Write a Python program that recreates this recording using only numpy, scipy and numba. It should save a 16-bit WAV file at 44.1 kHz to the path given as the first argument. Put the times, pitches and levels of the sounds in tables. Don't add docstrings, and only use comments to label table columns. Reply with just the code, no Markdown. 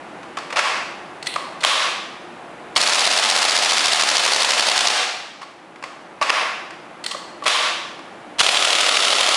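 import sys
import numpy as np
from scipy import signal
from scipy.fft import rfft, irfft, next_fast_len
from scipy.io import wavfile
from numba import njit

SR = 44100
rng = np.random.default_rng(int(sys.argv[2]) if len(sys.argv) > 2 else 0)


def wav_record(signal):
    frames = np.transpose(np.atleast_2d(signal))
    bounded = np.clip(frames, -1, 1)
    quanta = np.round(bounded * 32767).astype(np.int16)
    wavfile.write(sys.argv[1], SR, quanta)


def ratio_of_db(decibels):
    return 10 ** (np.asarray(decibels, float) / 20)


N = 412776


def colour(x, points):
    size = next_fast_len(N)
    hz = np.maximum(np.arange(size // 2 + 1) * SR / size, 1)
    point_hz, point_db = np.transpose(points)
    gain = ratio_of_db(np.interp(np.log(hz), np.log(point_hz), point_db))
    gain = gain / np.sqrt(np.mean(gain ** 2))
    return irfft(rfft(x, size) * gain, size)[..., :N]


def resonate(x, modes):
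    out = 0
    for k, (hz, width_hz, db) in enumerate(modes):
        r = np.exp(-np.pi * width_hz / SR)
        poles = [1, -2 * r * np.cos(2 * np.pi * hz / SR), r * r]
        rung = signal.lfilter([1, 0, -1], poles, x + 1e-18)
        out = out + (-1) ** k * ratio_of_db(db) * np.sqrt((1 - r * r) / 2) * rung
    return out


def bursts(times_s, dbs, lengths_ms, room_db=0):
    t_ms = np.arange(1200) / SR * 1000
    out = np.zeros((2, N + len(t_ms)))
    grain = rng.standard_normal((len(times_s), len(t_ms)))
    lengths_ms = np.clip(lengths_ms, .15, 5)
    room_gain = ratio_of_db(room_db + 0 * dbs)
    for s, db, ms, far, noise in zip(times_s, dbs, lengths_ms, room_gain, grain):
        at = min(round(s * SR), N)
        shape = t_ms / ms * np.exp(1 - t_ms / ms)
        size = ratio_of_db(db) * np.sqrt(np.sum(shape ** 2))
        puff = shape * noise
        out[0, at:at + len(t_ms)] += size * puff / np.sqrt(np.sum(puff ** 2))
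        out[1, at] += far * size * np.sign(noise[0])
    return out[:, :N]


# frequency in Hz, level in dB per Hz.
AIR_COLOUR = [(15, -55), (25, -30), (99, -21.5), (160, -9), (260, -7.5), (353, -1.5), (391, -9), (819, -4),
              (884, -7), (1230, -9.5), (1900, -14), (2450, -17), (5260, -32), (11000, -38), (14300, -81),
              (22000, -120)]


def air_noise():
    return ratio_of_db(-36.5) * colour(rng.standard_normal(N), AIR_COLOUR)


# start in seconds, crack in dB, hollow body over crack in dB, contact in ms.
SHELL_KNOCKS = [(0.229, -22, -2, 3.3), (0.37, -7, -4.5, 2.9), (0.385, -9.5, -17, 2.4),
                (0.502, -13, -6, 3.7), (0.524, -8, -5, 4.1), (0.558, -3, -8, 4.9), (1.359, -3.5, 2, 2.3),
                (5.414, -10, -12, 5.6), (5.758, -17, -15, 2.1), (5.825, -7.5, -8, 1.7),
                (5.837, -4.5, -5, 2.4), (5.880, -30, 4, 2.5), (6.705, -12, -9, 2.2),
                (7.144, -22, 10.5, 4.7), (7.421, -21, 6, 3.8), (7.455, -2.5, -1.5, 6.3),
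                (7.991, -17, 0, 1.3)]
LATCH_CLICKS = [
    (1.226, -21.5, -14, 2.2),
    (1.258, -25, -30, 3.5),
    (1.268, -9, -34, 2.4),
    (7.039, -16.5, -28, 3.3),
    (7.062, -8.5, -34, 1.7),
]
BOLT_TICKS = [
    (1.338, -17, -16, 1.6),
    (1.605, -23, -10, 4.8),
    (1.622, -24, 16, 2.4),
    (2.7608, 0.5, 5, 3.5),
    (5.427, -28, 12, 3.8),
    (7.11, -13, -1, 3.9),
    (8.390, -5, -10, 3.9),
    (8.396, 3, -20, 1.2),
    (8.401, 10, -20, 2.5),
    (7.436, -21, 1, 5.6),
]
MAGAZINE_SLAMS = [
    (0.568, 5.5, -15, 3.6),
    (0.579, 3.5, -12, 6),
    (0.589, 13.5, -11.5, 5),
    (6.212, 1.5, 2.5, 5.5),
    (6.223, 10, -11, 4.8),
    (6.295, 9, -24, 1.9),
    (6.3015, 23, -10.5, 1.26),
]
BOLT_SLAMS = [
    (1.633, -6, -11, 1.2),
    (1.637, 5, -3.5, 1.8),
    (1.648, 19, -8, 1.1),
    (7.463, 3.5, -0.5, 1.9),
    (7.469, 9, -4, 2.1),
    (7.478, 15.5, -9.5, 2.5),
]
# steel latch over crack in dB, bolt over crack in dB, extra to the room in dB.
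STRUCK = [
    (-23, -15, -0.5),
    (-1, 0.5, -0.5),
    (-6, 1.5, -3),
    (-29, -14.5, 0),
    (-41, -4.5, 5.5),
]
# frequency in Hz, level in dB per Hz.
CRACK_COLOUR = [(59, -68), (100, -41), (541, -11), (919, -4), (1050, -3.5), (2650, -5), (4080, -23.5),
                (4780, -13.5), (10900, -38.5), (14200, -66), (22000, -120)]
# frequency in Hz, width in Hz, level in dB.
THUMP_MODES = [(44.7, 76, -33)]
BODY_MODES = [(592, 116, -9), (1116, 115, 3.5), (1173, 260, -0.5)]
LATCH_MODES = [(1980, 110, -2), (2750, 200, -7), (4260, 200, 1), (8400, 1200, -5)]
BOLT_MODES = [(3220, 1220, 0.55), (8600, 21000, -15.5)]


def handling():
    kinds = (SHELL_KNOCKS, LATCH_CLICKS, BOLT_TICKS, MAGAZINE_SLAMS, BOLT_SLAMS)
    contacts = [(*row, *struck) for rows, struck in zip(kinds, STRUCK) for row in rows]
    s, db, body_db, ms, latch_db, bolt_db, room_db = np.transpose(contacts)
    db = db - 11.5
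    contact = bursts(s, db - 5.0, ms, room_db)
    thump = ratio_of_db(-31.0) * resonate(contact[0], THUMP_MODES)
    crack = colour(contact, CRACK_COLOUR) + thump * [[1], [0]]
    rings = 0
    for modes, part_db in ((BODY_MODES, body_db), (LATCH_MODES, latch_db), (BOLT_MODES, bolt_db)):
        rings = rings + resonate(bursts(s, db + part_db, ms, room_db), modes)
    return crack, rings


# frequency in Hz, time to fall 60 dB in seconds.
ROOM_T60 = [(120, 0.1), (500, 0.83), (1200, 0.85), (3000, 0.84), (6000, 0.77), (10500, 0.58)]


def room(x):
    rise_ms = 10
    t = np.arange(int(1.2 * SR)) / SR
    edges_hz = 40 * 2 ** np.arange(0, 8.4, 1 / 3)
    point_hz, point_s = np.transpose(ROOM_T60)
    white, echo = rng.standard_normal((2, len(t))), 0
    for k, (low, high) in enumerate(zip(edges_hz, edges_hz[1:])):
        t60_s = np.interp(np.log(low * high) / 2, np.log(point_hz), point_s)
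        band_pass = signal.butter(2, [low, high], "band", fs=SR, output="sos")
        band = signal.sosfilt(band_pass, white[k % 2])
        echo = echo + band * ratio_of_db(-60 * t / t60_s) / np.sqrt(t60_s)
    echo = echo * (1 - np.exp(-(1000 * t / rise_ms) ** 2))
    return signal.fftconvolve(x, echo / np.sqrt(np.sum(echo ** 2)))[:N]


# fixed delay in ms, share of the cycle, level over the pop in dB, shroud ring in dB, length in ms.
CYCLE_A = [
    (0, 0, -2, 7, .45),
    (2.5, 0, -6, 6, .9),
    (11.5, 0, -4, 4, .5),
    (13.5, 0, -6, 5, 1),
    (3, .27, -6, 0, 2.5),
    (3, .36, -12, -6, 3),
    (0, .78, -11, 1, 5),
]
CYCLE_B = [
    (0, 0, -5, 4, 1.8),
    (9, 0, -9, 0, 2),
    (20.5, 0, -9, 3, 2),
    (26.8, 0, 7, -3, .25),
    (28, 0, -5, 6, 1.8),
    (47, 0, -8, 2, 2.5),
    (58, 0, -8, 0, 2),
]
# shots fired, period in ms.
PACE_A = [(0, 59.8), (4, 59.74), (9, 63.51), (15, 74.28), (18, 76.79), (29, 95.58)]
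PACE_B = [(0, 79.87), (12, 79.87)]
# frequency in Hz, level in dB per Hz.
RUN_A_COLOUR = [(35, -65), (60, -31), (182, -13.5), (322, -10.5), (351, -6), (391, -8), (705, 3.5),
                (1580, 0.5), (2850, 1), (4500, -1.5), (9040, -10.5), (11000, -17), (14300, -47),
                (22000, -120)]
RUN_B_COLOUR = [(35, -76), (60, -34), (129, -26.5), (217, -23.5), (409, -12), (705, -3.5), (877, -7.5),
                (1360, -4), (1550, -8.5), (3170, -5), (8110, -16.5), (11000, -21.5), (14300, -70),
                (22000, -120)]
# frequency in Hz, width in Hz, level in dB.
SHROUD_A_MODES = [(4400, 1500, -5.0)]
SHROUD_B_MODES = [(3200, 900, -5.0)]


def full_auto(start_s, run_db, pace, cycle, spectrum, shroud):
    scatter_db, first_pop_db, empty_db = 1.5, -36, -40
    cold_hz, cold_share_per_s = 5600, 0.1
    aimed_away_db = 2.5
    fired, gap_ms = np.transpose(pace)
    period_s = np.interp(np.arange(fired[-1] + 1), fired, gap_ms) / 1000
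    pop_s = start_s + np.cumsum(period_s) - period_s
    delay_ms, share, knock_db, ring_db, ms = np.transpose(cycle)
    times_s = pop_s[:, None] + delay_ms / 1000 + share * period_s[:, None]
    dbs = knock_db + run_db + scatter_db * rng.standard_normal(times_s.shape)
    dbs[0, :2] += first_pop_db
    dbs[-1, -1] += empty_db
    lengths_ms = np.tile(ms, len(period_s))
    knocks = bursts(times_s.ravel(), dbs.ravel(), lengths_ms)
    rung = bursts(times_s.ravel(), (dbs + ring_db).ravel(), lengths_ms)
    top = signal.sosfilt(signal.butter(2, cold_hz, "high", fs=SR, output="sos"), knocks)
    knocks = knocks - np.clip(cold_share_per_s * (np.arange(N) / SR - start_s), 0, 1) * top
    shots = colour(knocks, spectrum) * [[1], [ratio_of_db(aimed_away_db)]]
    return shots + resonate(rung[0], shroud) * [[1], [0]]


def scene():
    air = air_noise()
    crack, rings = handling()
    run_a = full_auto(2.75435, 9, PACE_A, CYCLE_A, RUN_A_COLOUR, SHROUD_A_MODES)
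    run_b = full_auto(8.3842, 17, PACE_B, CYCLE_B, RUN_B_COLOUR, SHROUD_B_MODES)
    direct, spread = crack + run_a + run_b
    echo = ratio_of_db(-4) * (room(spread) + room(rings[1]))
    return (direct + rings[0] + echo + air)[None]


def one_pole(x, seconds):
    r = np.exp(-1 / (seconds * SR))
    return signal.lfilter([1 - r], [1, -r], x)


@njit
def follow(wanted_db, attack, release):
    out, cut = np.zeros(len(wanted_db)), 0.
    for i in range(len(wanted_db)):
        cut += (wanted_db[i] - cut) * (attack if wanted_db[i] > cut else release)
        out[i] = cut
    return out


def gain_control(x):
    ceiling_db, squeeze = -16, 0.93
    sense_ms, attack_ms, release_ms, ahead_ms = 0.3, 2.6, 45, 0.6
    slow_share, slow_s = 0.66, 1.36
    over_db = 10 * np.log10(one_pole(x ** 2, sense_ms / 1000) + 1e-12) - ceiling_db
    wanted_db = squeeze * np.maximum(over_db, 0)
    cut_db = follow(wanted_db, 1000 / (attack_ms * SR), 1000 / (release_ms * SR))
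    cut_db = np.maximum(cut_db, slow_share * one_pole(cut_db, slow_s))
    ahead_db = np.interp(np.arange(N) + ahead_ms * SR / 1000, np.arange(N), cut_db)
    x = x * ratio_of_db(-ahead_db)
    return x / (1 + (1.12 * x) ** 4) ** .25


def half_rate(x):
    x = signal.sosfilt(signal.ellip(10, .5, 75, 10950, fs=SR, output="sos"), x)
    mirror = x * np.resize([1., -1.], N)
    mirror = signal.sosfilt(signal.ellip(8, .5, 60, 13050, "high", fs=SR, output="sos"), mirror)
    mirror = signal.sosfilt(signal.butter(12, 13300, fs=SR, output="sos"), mirror)
    return x + ratio_of_db(-14.5) * mirror


def band_limit(x):
    return signal.sosfilt(signal.butter(12, 15560, fs=SR, output="sos"), x)


def record(dry):
    mix = half_rate(gain_control(dry[0]))[None]
    return band_limit(mix)


dry = scene()
out = record(dry)
wav_record(out)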